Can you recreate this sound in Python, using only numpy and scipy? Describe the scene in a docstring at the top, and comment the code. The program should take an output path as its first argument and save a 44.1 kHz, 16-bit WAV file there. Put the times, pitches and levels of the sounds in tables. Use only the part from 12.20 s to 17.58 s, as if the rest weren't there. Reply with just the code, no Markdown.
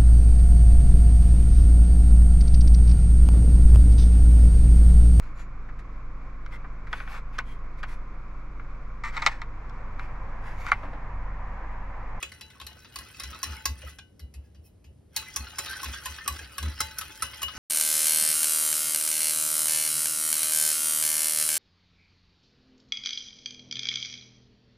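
"""A kitchen worktop, close by: a wire whisk stirs a milky sauce in a steel saucepan.
About four times a second an impact on the wall excites the damped modes of pan and wire loops.
Between impacts, the wires scrape the bottom by stick-slip friction and churn the sauce.
The blows drive a soft, low boom in the worktop. Midway the stirring stops for about a second,
and the resting whisk only ticks and rubs."""
import sys
import numpy as np
from scipy import signal
from scipy.fft import rfft, irfft, next_fast_len
from scipy.io import wavfile
from scipy.ndimage import uniform_filter1d

SR = 44100
rng = np.random.default_rng(int(sys.argv[2]) if len(sys.argv) > 2 else 0)


def log_audio(samples):
    """Write samples as a 16-bit WAV file to the path given in sys.argv[1]."""
    # one column per channel
    frames = np.atleast_2d(samples).T
    # limit to full scale, then quantise
    limited = np.clip(frames, -1, 1)
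    pcm = np.round(limited * 32767).astype(np.int16)
    wavfile.write(sys.argv[1], SR, pcm)


N = 237238
TIME = np.arange(N) / SR

# The impact that opens each turn: t/s, wall level/dB, wire level/dB, tick level/dB, wall f/Hz,
# wall T60/s (referred to WALL_HZ), favoured overtone f/Hz, lag of the trailing wires/s,
# their relative level/dB, worktop level/dB, worktop rise time/s
STROKES = [(.399, -50, -45.5, -54, 1108, 0.048, 3600, .014, 1.5, -44, 0.051),
           (.758, -42.5, -40, -38.5, 1110, .056, 4300, 0.029, -4, -42.5, 0.042),
           (.998, -46.5, -38, -39, 1050, 0.052, 5340, 0.037, -1.5, -37, 0.081),
           (1.23, -36, -35, -29.5, 1052, 0.045, 5500, 0.0088, -6, -32.5, 0.082),
           (1.455, -33, -27.5, -25.5, 1100, .056, 5070, .004, -23, -27, 0.055),
           (2.963, -48, -33, -26.5, 940, 0.048, 4100, 0.0074, -6, -46, 0.043),
           (3.16, -42, -37.5, -28.5, 1096, 0.087, 5870, 0.0038, -2.5, -32.5, 0.056),
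           (3.384, -37, -36, -32, 1096, 0.052, 1700, .005, -1, -66, 0.021),
           (3.631, -36.5, -44, -36.5, 1067, .056, 1680, 0.012, -1.5, -32, 0.062),
           (3.857, -38, -36.5, -35, 1054, 0.072, 1730, .007, -10.5, -37.5, 0.054),
           (4.077, -28, -33, -25.5, 1113, 0.076, 8260, .0042, -21, -31, 0.048),
           (4.381, -36.5, -35, -34.5, 1104, 0.043, 1610, .046, -7, -25, 0.085),
           (4.604, -32, -29, -26.5, 1330, 0.02, 5240, 0.0078, -6, -38, 0.04),
           (4.785, -50, -43.5, -30, 1286, .03, 11400, 0.026, -9.5, -50, 0.076),
           (5.022, -31.5, -33.5, -28, 1290, 0.042, 10100, .0085, -7.5, -38, 0.021),
           (5.218, -40.5, -40, -37.5, 1170, 0.028, 12400, .011, 6.5, -41.5, 0.046)]
# Light touches of single wires: t/s, wire level/dB, favoured overtone f/Hz, worktop level/dB
TOUCHES = [(0.027, -33, 3300, -46.5), (.118, -44.5, 1890, -53), (.21, -44, 3640, -53),
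           (.302, -53, 2250, -60), (.466, -42, 3970, -51), (1.617, -51, 2550, -35), (1.786, -44, 1620, -69),
           (1.994, -54, 4800, -35), (2.139, -56.5, 5070, -34.5), (2.346, -65, 2560, -41.5),
           (2.642, -61.5, 2580, -44.5), (3.459, -39, 3000, -45), (4.19, -39.5, 1600, -42.5)]
# Normal modes of the steel pan: f/Hz, level/dB, T60/s
PAN_MODES = [(560.4, -29.5, 0.38), (1636, -12.5, 0.069), (1803, -15.5, 0.054), (2070, -8.5, 0.045),
             (2512, -14, 0.043), (3143, -11.5, 0.023), (4030, -20.5, 0.027), (5477, 2, 0.0079),
             (10930, -8, 0.017)]
# Dense modes of the wire loops: f/Hz
WIRE_HZ = np.geomspace(1400, 15500, num=90) * rng.uniform(.98, 1.02, 90)
# Long, thin ringing tones of the whisk's free wire loops: f/Hz
LOOP_RING_HZ = [873, 1519, 2009, 2660, 2932, 3965]
# Vigour of the hand (slow start, rest, brisk turns): t/s, level/dB
VIGOUR = [(0, -49), (.3, -58.5), (.6, -52.5), (1.05, -44), (1.35, -40.5), (1.53, -54), (1.68, -46.5),
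          (1.86, -77), (2.89, -90), (2.96, -43), (3.3, -44.5), (3.55, -36.5), (4.0, -43), (4.28, -43.5),
          (4.7, -42), (5.38, -42)]
# Wires sliding slowly: centre t/s, level/dB, duration/s, favoured overtone f/Hz, tilt/(dB per octave)
RUBS = [(2.251, -70.5, 0.046, 1600, -4.5), (2.461, -60, 0.04, 2590, 5)]
# Wires slapping through the surface: t/s, level/dB, favoured f/Hz
SPLATS = [(0.646, -49.5, 1690), (1.128, -44.5, 1340), (3.268, -42, 1490), (3.531, -38.5, 1630),
          (3.734, -38, 1580), (3.984, -39.5, 1700), (4.812, -36, 1270), (5.133, -41.5, 2000),
          (5.283, -37.5, 1150)]
# Pairs of pan tones brought out by the sloshing sauce: centre t/s, level/dB, lower f/Hz, duration/s
GURGLES = [(1.641, -48, 520, 0.016), (3.081, -44, 2022, 0.04), (3.531, -38, 1570, 0.085),
           (3.768, -40.5, 1609, 0.049), (4.023, -42.5, 1805, 0.039)]
# Spectral envelopes of the sources: f/Hz, relative level/dB
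CONTACT_SPECTRUM = [(100, -12), (750, -7), (1200, -7.5), (5500, 1), (8500, 3.5), (10000, -2.5),
                    (12200, 2.5), (16000, -12.5)]
CHURN_SPECTRUM = [(300, -2), (750, -7.5), (1150, 4.5), (2000, 1), (4400, 0), (6000, -6.5), (12000, -83)]
SCRAPE_SPECTRUM = [(1000, -27), (3400, -11), (5300, 12.5), (7000, 4.5), (12000, 3), (16000, -6.5)]
RUB_SPECTRUM = [(1000, -11), (2800, 4), (12000, 7.5)]
SLOSH_SPECTRUM = [(100, 9.5), (500, -12.0), (2000, -64.0)]
AMBIENT_SPECTRUM = [(55, -4.5), (100, -2.5), (170, -11.5), (500, -21.5), (1200, -39), (5000, -45.5),
                    (11000, -44), (16000, -65)]
# Reverberation time of the kitchen: f/Hz, T60/s
ROOM_T60 = [(1100, 0.16), (2500, 0.18), (16000, 0.19)]
# Reflections that differ at the two microphone ports: f/Hz, relative level/dB
SIDE_SPECTRUM = [(100, -30), (250, -6), (600, -3), (1100, -15), (1900, -12), (2700, -3), (4600, -5),
                 (5500, -14)]
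# Phase lead of the left port over the right: f/Hz, phase/rad
LEFT_LEAD = [(2700, 0), (3300, .7), (4900, .15), (7300, 3.1), (13400, 9.4), (16000, 12.6)]
# Level of the left port over the right: f/Hz, level/dB
LEFT_BALANCE = [(320, 0.53), (2000, -0.0094)]

WALL_HZ, TRAILING_WALL_HZ = 1143, 1075  # wall pitch under a light touch and under the trailing wires


def whisk(trailing_wall_db=-3, touch_wall_db=-16.5, touch_wall_t60=0.036):
    """Impact excitation: leading, then trailing wires strike in each turn; light touches fall between."""
    out = np.zeros(N)
    for s, wall_db, wire_db, tick_db, wall_hz, t60, overtone_hz, lag_s, trailing_db, _, _ in STROKES:
        add(out, s, clack(wall_db, wire_db, tick_db, wall_hz, t60, overtone_hz))
        trailing = clack(wall_db + trailing_wall_db, wire_db, tick_db, TRAILING_WALL_HZ, t60, overtone_hz)
        add(out, s + lag_s, gain_of(trailing_db) * trailing)
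    for s, wire_db, overtone_hz, _ in TOUCHES:
        tick_db = wire_db - 15.5 + 7.5 * np.log2(overtone_hz / WALL_HZ)  # higher overtone, louder tick
        add(out, s, clack(wire_db + touch_wall_db, wire_db, tick_db, WALL_HZ, touch_wall_t60, overtone_hz))
    return out


def clack(wall_db, wire_db, tick_db, wall_hz, wall_t60, overtone_hz, split_hz=4800, wobble=0.044):
    """Damped free vibration after one blow: a bright tick, a clatter of wires and the tone of the wall."""
    t = np.arange(SR // 4) / SR
    spectrum = favouring(CONTACT_SPECTRUM, overtone_hz)
    contact = rng.standard_normal(len(t)) * gain_of(2 * wander(700, t))
    freedom = np.interp(wire_db, [-60, -48], [3, 1])  # a light touch lets the loops ring longer
    metal = wire_modes(t, t60=.04 * freedom) + gain_of(1) * pan_modes(t, scatter_db=3)
    tick = band(colour(contact * decay(t, t60=.024) + metal, spectrum), split_hz, "high")
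    tick *= attack(t, .0007)
    clatter = band(colour(contact * decay(t, t60=.045) + metal, spectrum), split_hz, "low")
    clatter *= attack(t, .0025)
    # The sloshing mass load pulls the wall's pitch about.
    cycles = np.cumsum(wall_hz * (1 + wobble * wander(150, t))) / SR
    wall_t60 *= (WALL_HZ / wall_hz) ** .5  # higher pitches die sooner
    wall = np.sin(2 * np.pi * cycles) * decay(t, wall_t60) * attack(t, .0028)
    parts = (wall_db, wall), (wire_db, clatter), (tick_db, tick)
    return sum(gain_of(db) * part / part[t < .015].std() for db, part in parts)


def wire_modes(t, t60):
    """Modal superposition: each of the loops' many modes rings with a random strength and phase."""
    strength, phase, detune = rng.standard_normal((3, len(WIRE_HZ), 1))
    hz = WIRE_HZ[:, None] * (1 + detune / 40)
    modes = gain_of(3 * strength) * np.sqrt(hz) * np.sin(2 * np.pi * (hz * t + phase))
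    return evened(modes.sum(0)) * decay(t, t60)


def pan_modes(t, scatter_db, t60_scale=1, load_share=0.011):
    """Normal modes of the pan: the point of impact sets their strengths, the liquid load detunes them."""
    ring = np.zeros(len(t))
    for hz, db, t60 in PAN_MODES:
        strength, detune, phase = rng.standard_normal(3)
        tone = np.sin(2 * np.pi * (hz * (1 + load_share * detune) * t + phase))
        ring += gain_of(db + scatter_db * strength) * decay(t, t60 * t60_scale) * tone
    return ring


def stirring(splash_db=-4, bubble_db=-8, scrape_db=-3, ring_db=-7, flicker_db=7, drag_db=-3):
    """Drag churns the sauce; stick-slip friction on the bottom drives now one pan mode, now another."""
    liquid = gain_of(splash_db) * evened(colour(impulses(per_s=1300), CHURN_SPECTRUM))
    liquid += gain_of(bubble_db) * bubbles(per_s=1300)
    slips = impulses(per_s=1100)
    scrape = gain_of(scrape_db) * evened(colour(slips, SCRAPE_SPECTRUM))
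    ring = np.zeros(N)
    for hz, db, t60 in PAN_MODES:
        if hz < 5000:
            strength = gain_of(db / 2 + flicker_db * np.tanh(wander(per_s=30)))
            ring += strength * resonance(slips, hz, width_hz=4 / t60)
    sound = shifting_resonances(liquid + scrape) + gain_of(ring_db) * evened(ring)
    return gain_of(drag_db + sweep_db()) * sound


def sweep_db(fastest_share=0.26, dip_db=-3.5):
    """Amplitude modulation by wire speed: the hand's vigour, with one swell in each turn."""
    turns = np.interp(TIME, [row[0] for row in STROKES], np.arange(len(STROKES)))
    slowing = np.sin(np.pi * (turns - fastest_share)) ** 4
    return np.interp(TIME, *np.transpose(VIGOUR)) + dip_db * slowing


def shifting_resonances(x, narrow_db=5, wide_db=2.8):
    """Time-varying filtering: resonances come and go as the wires change their hold on pan and liquid."""
    frames = dict(nperseg=512, noverlap=384)
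    spectra = signal.stft(x, **frames)[2]
    narrow, wide = rng.standard_normal((2, *spectra.shape))
    narrow = evened(uniform_filter1d(uniform_filter1d(narrow, size=2, axis=0), size=10, axis=1))
    wide = evened(uniform_filter1d(uniform_filter1d(wide, size=60, axis=0), size=7, axis=1))
    spectra *= gain_of(narrow_db * narrow + wide_db * wide)
    return evened(signal.istft(spectra, **frames)[1][:N])


def bubbles(per_s, decay_cycles=1.6, rise=0.0073, sizes=36):
    """Bubble resonance: small air volumes of many sizes each give a short, slightly rising ring."""
    out, t = np.zeros(N), np.arange(SR // 16) / SR
    for hz in np.geomspace(1150, 4200, sizes):
        age = t * hz / decay_cycles
        ping = np.sin(2 * np.pi * hz * t * (1 + rise * age)) * np.exp(-age) * attack(age, 1 / 8)
        out += signal.oaconvolve(impulses(per_s / sizes), ping)[:N]
    return evened(out)


def splats(decay_s=0.013):
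    """Drop impacts: each sudden spray is a burst of noise with an exponential decay."""
    out, t = np.zeros(N), np.arange(SR // 8) / SR
    for s, db, hz in SPLATS:
        drops = rng.standard_normal(len(t)) * rng.exponential(1, len(t))
        spray = colour(drops * np.exp(-t / decay_s), favouring(CHURN_SPECTRUM, hz))
        spray = band(spray, hz / 2, "high")
        add(out, s, gain_of(db) * spray / spray[t < decay_s].std())
    return out


def gurgles(glide=0.01104, upper_db=-7, waver=0.011, lumpy_db=4):
    """Modal excitation: the sloshing sauce brings out two wavering, lumpy tones of the pan."""
    out, t = np.zeros(N), np.arange(SR // 4) / SR
    from_centre = t - 1 / 8
    for s, db, hz, length in GURGLES:
        swell, sound = np.exp(-(2 * from_centre / length) ** 2), 0
        rise = glide * np.tanh(from_centre / length)
        for ratio, size in ((1, 0.87), (1.15, gain_of(upper_db))):
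            drift, lumps = (np.interp(t * 130, np.arange(64), row) for row in rng.standard_normal((2, 64)))
            cycles = np.cumsum(ratio * hz * (1 + rise + waver * drift)) / SR
            sound += size * swell * gain_of(lumpy_db * lumps) * np.sin(2 * np.pi * cycles)
        add(out, s - 1 / 8, gain_of(db) * evened(sound) * np.sqrt(np.mean(swell ** 2)))
    return out


def rubs():
    """Stick-slip friction: a slowly sliding wire keeps the loops and the pan ringing softly."""
    out, t = np.zeros(N), np.arange(SR // 4) / SR
    for s, db, length, overtone_hz, tilt in RUBS:
        spectrum = [(hz, level + tilt * np.log2(hz / overtone_hz)) for hz, level in RUB_SPECTRUM]
        swell = np.exp(-(2 * (t - 1 / 16) / length) ** 2)
        metal = evened(wire_modes(t, t60=.07)) + evened(pan_modes(t, scatter_db=2, t60_scale=1.5))
        friction = swell * rng.standard_normal(len(t))
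        sound = colour(signal.fftconvolve(friction, metal)[:len(t)], favouring(spectrum, overtone_hz))
        add(out, s - 1 / 16, gain_of(db) * evened(sound) * np.sqrt(np.mean(swell ** 2)))
    return out


def long_loop_ring(x, level_db=-12, t60=0.3):
    """Lightly damped resonance: knocks and scrapes keep long, thin tones of the whisk's free wire loops
    ringing."""
    t = TIME[:SR]
    ring = sum(np.sin(2 * np.pi * hz * t) for hz in LOOP_RING_HZ) * decay(t, t60)
    return gain_of(level_db) * convolved(x, ring)


def worktop(hz=70, t60=0.76, touch_rise_s=0.049, width_share=0.39, slosh_db=-15, slosh_slope=0.077):
    """Structure-borne sound: a low mode swells and dies after each blow; the sauce adds a dull rumble."""
    pushes = [(s, db, rise_s) for s, *_, db, rise_s in STROKES]
    pushes += [(s, db, touch_rise_s) for s, *_, db in TOUCHES]
    energy = np.zeros(N)
    for s, db, rise_s in pushes:
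        from_peak = TIME - s - rise_s
        swell = np.exp(-.5 * (from_peak / (width_share * rise_s)) ** 2)
        tail = 0.31 * decay(abs(from_peak), t60) * (from_peak > 0)
        energy += (gain_of(db) * np.maximum(swell, tail)) ** 2
    swing = np.sqrt(2) * np.sin(2 * np.pi * np.cumsum(hz * (1 + 0.074 * wander(per_s=45))) / SR)
    rumble = evened(colour(band(rng.standard_normal(N), 43, "high"), SLOSH_SPECTRUM))
    pan_body = 0.51 * resonance(rng.standard_normal(N), hz=230, width_hz=21)
    speed_db = sweep_db()
    slosh = gain_of(slosh_db + slosh_slope * (speed_db - speed_db.max()))
    return np.sqrt(energy / 2) * (swing + slosh * (rumble + pan_body))


def reverberation(x):
    """Diffuse field of the kitchen: each band decays exponentially at its own rate."""
    hz, t, spectra = signal.stft(rng.standard_normal(SR * 3 // 4), SR, nperseg=256)
    tail = signal.istft(spectra * decay(t, read(ROOM_T60, hz)[:, None]), SR, nperseg=256)[1]
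    return convolved(x, tail * attack(np.arange(len(tail)) / SR, .0005))


def ambient_rumble():
    """Stationary background noise of the kitchen, strongest in the bass."""
    return evened(band(colour(rng.standard_normal(N), AMBIENT_SPECTRUM), 43, "high"))


def microphone_ports(x, scatter_s=.016):
    """Two channels: near reflections differ at the two ports, and in the treble the left channel leads the
    right in phase."""
    t = np.arange(SR // 8) / SR
    reflections = rng.standard_normal(len(t)) * np.exp(-t / scatter_s)
    side = colour(convolved(band(x, 160, "high"), reflections), SIDE_SPECTRUM)
    size = next_fast_len(N + SR // 10)
    hz = np.fft.rfftfreq(size, 1 / SR)
    # Each port takes half of the difference in phase and level.
    half = np.exp(.5j * np.interp(hz, *np.transpose(LEFT_LEAD))) * gain_of(read(LEFT_BALANCE, hz) / 2)
    left = irfft(rfft(x + side, size) * half, size)
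    right = irfft(rfft(x - side, size) / half, size)
    return np.array([left, right])[:, :N]


def favouring(points, overtone_hz, peak_db=7.5, width_octaves=0.12, uneven_db=3.5):
    """Selective excitation: the point of contact raises one band and leaves the rest a little uneven."""
    hz = np.geomspace(300, 16000, num=50)
    peak = peak_db * np.exp(-.5 * (np.log2(hz / overtone_hz) / width_octaves) ** 2)
    return np.transpose([hz, read(points, hz) + peak + uneven_db * rng.standard_normal(len(hz))])


def impulses(per_s, spread_db=4):
    """Shot noise: random clicks, mostly small and a few large."""
    clicks = (rng.random(N) < per_s / SR) * rng.choice([-1, 1], N)
    return clicks * gain_of(spread_db * np.minimum(rng.exponential(1, N), 4))


def wander(per_s, t=TIME):
    """Random modulation: straight lines between values of unit variance."""
    return np.interp(t * per_s, np.arange(len(t)), rng.standard_normal(len(t)))


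def resonance(x, hz, width_hz):
    """Forced response of a single mode, at unit rms."""
    return evened(signal.lfilter(*signal.iirpeak(hz, hz / width_hz, fs=SR), x))


def colour(x, points, size=2048):
    """Minimum-phase filter with the given spectrum, so that clicks keep their sharp front."""
    log_gain = np.log(gain_of(read(points, abs(np.fft.fftfreq(size, 1 / SR)))))
    response = np.fft.ifft(np.exp(np.conj(signal.hilbert(log_gain)))).real
    return signal.fftconvolve(x, response[:size // 2])[:len(x)]


def convolved(x, response):
    """Convolution with an impulse response scaled to unit energy."""
    return signal.fftconvolve(x, response / np.linalg.norm(response))[:N]


def band(x, hz, kind):
    """Third-order low-pass or high-pass."""
    return signal.sosfilt(signal.butter(3, hz, kind, fs=SR, output="sos"), x)


def read(points, hz):
    """Linear interpolation of a table over log frequency."""
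    f, value = np.transpose(points)
    return np.interp(np.log(hz + 1), np.log(f + 1), value)


def attack(t, time_constant):
    """Exponential approach to full amplitude."""
    return 1 - np.exp(-t / time_constant)


def decay(t, t60):
    """Exponential damping, 60 dB in t60."""
    return gain_of(-60 * t / t60)


def gain_of(db):
    """Amplitude ratio of a level in decibels."""
    return 10 ** (np.asarray(db) / 20)


def evened(x):
    """Normalisation to unit rms."""
    return x / np.sqrt(np.mean(x ** 2) + 1e-20)


def add(mix, s, sound):
    """Superposition of a sound on the mix from time s."""
    part = mix[max(round(s * SR), 0):][:len(sound)]
    part += sound[:len(part)]


def scene(direct_db=-1.14, room_db=-10, ambient_db=-57):
    """Superposition at the microphone: the pan, its reverberation, the worktop and the background."""
    whisking = whisk() + rubs() + stirring()
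    pan = whisking + long_loop_ring(whisking) + splats() + gurgles()
    background = gain_of(ambient_db) * ambient_rumble()
    airborne = gain_of(direct_db) * pan + gain_of(room_db) * reverberation(pan)
    return microphone_ports(airborne + worktop() + background)


def record(dry, low_cut_hz=35, high_cut_hz=16100):
    """Band limiting: zero-phase filters remove the deepest bass and the highest treble."""
    dry = signal.sosfiltfilt(signal.butter(3, low_cut_hz, "high", fs=SR, output="sos"), dry)
    low_pass = signal.firwin(301, high_cut_hz, window=("kaiser", 8), fs=SR)
    return signal.oaconvolve(dry, low_pass[None], "same")


dry = scene()
out = record(dry)
log_audio(out)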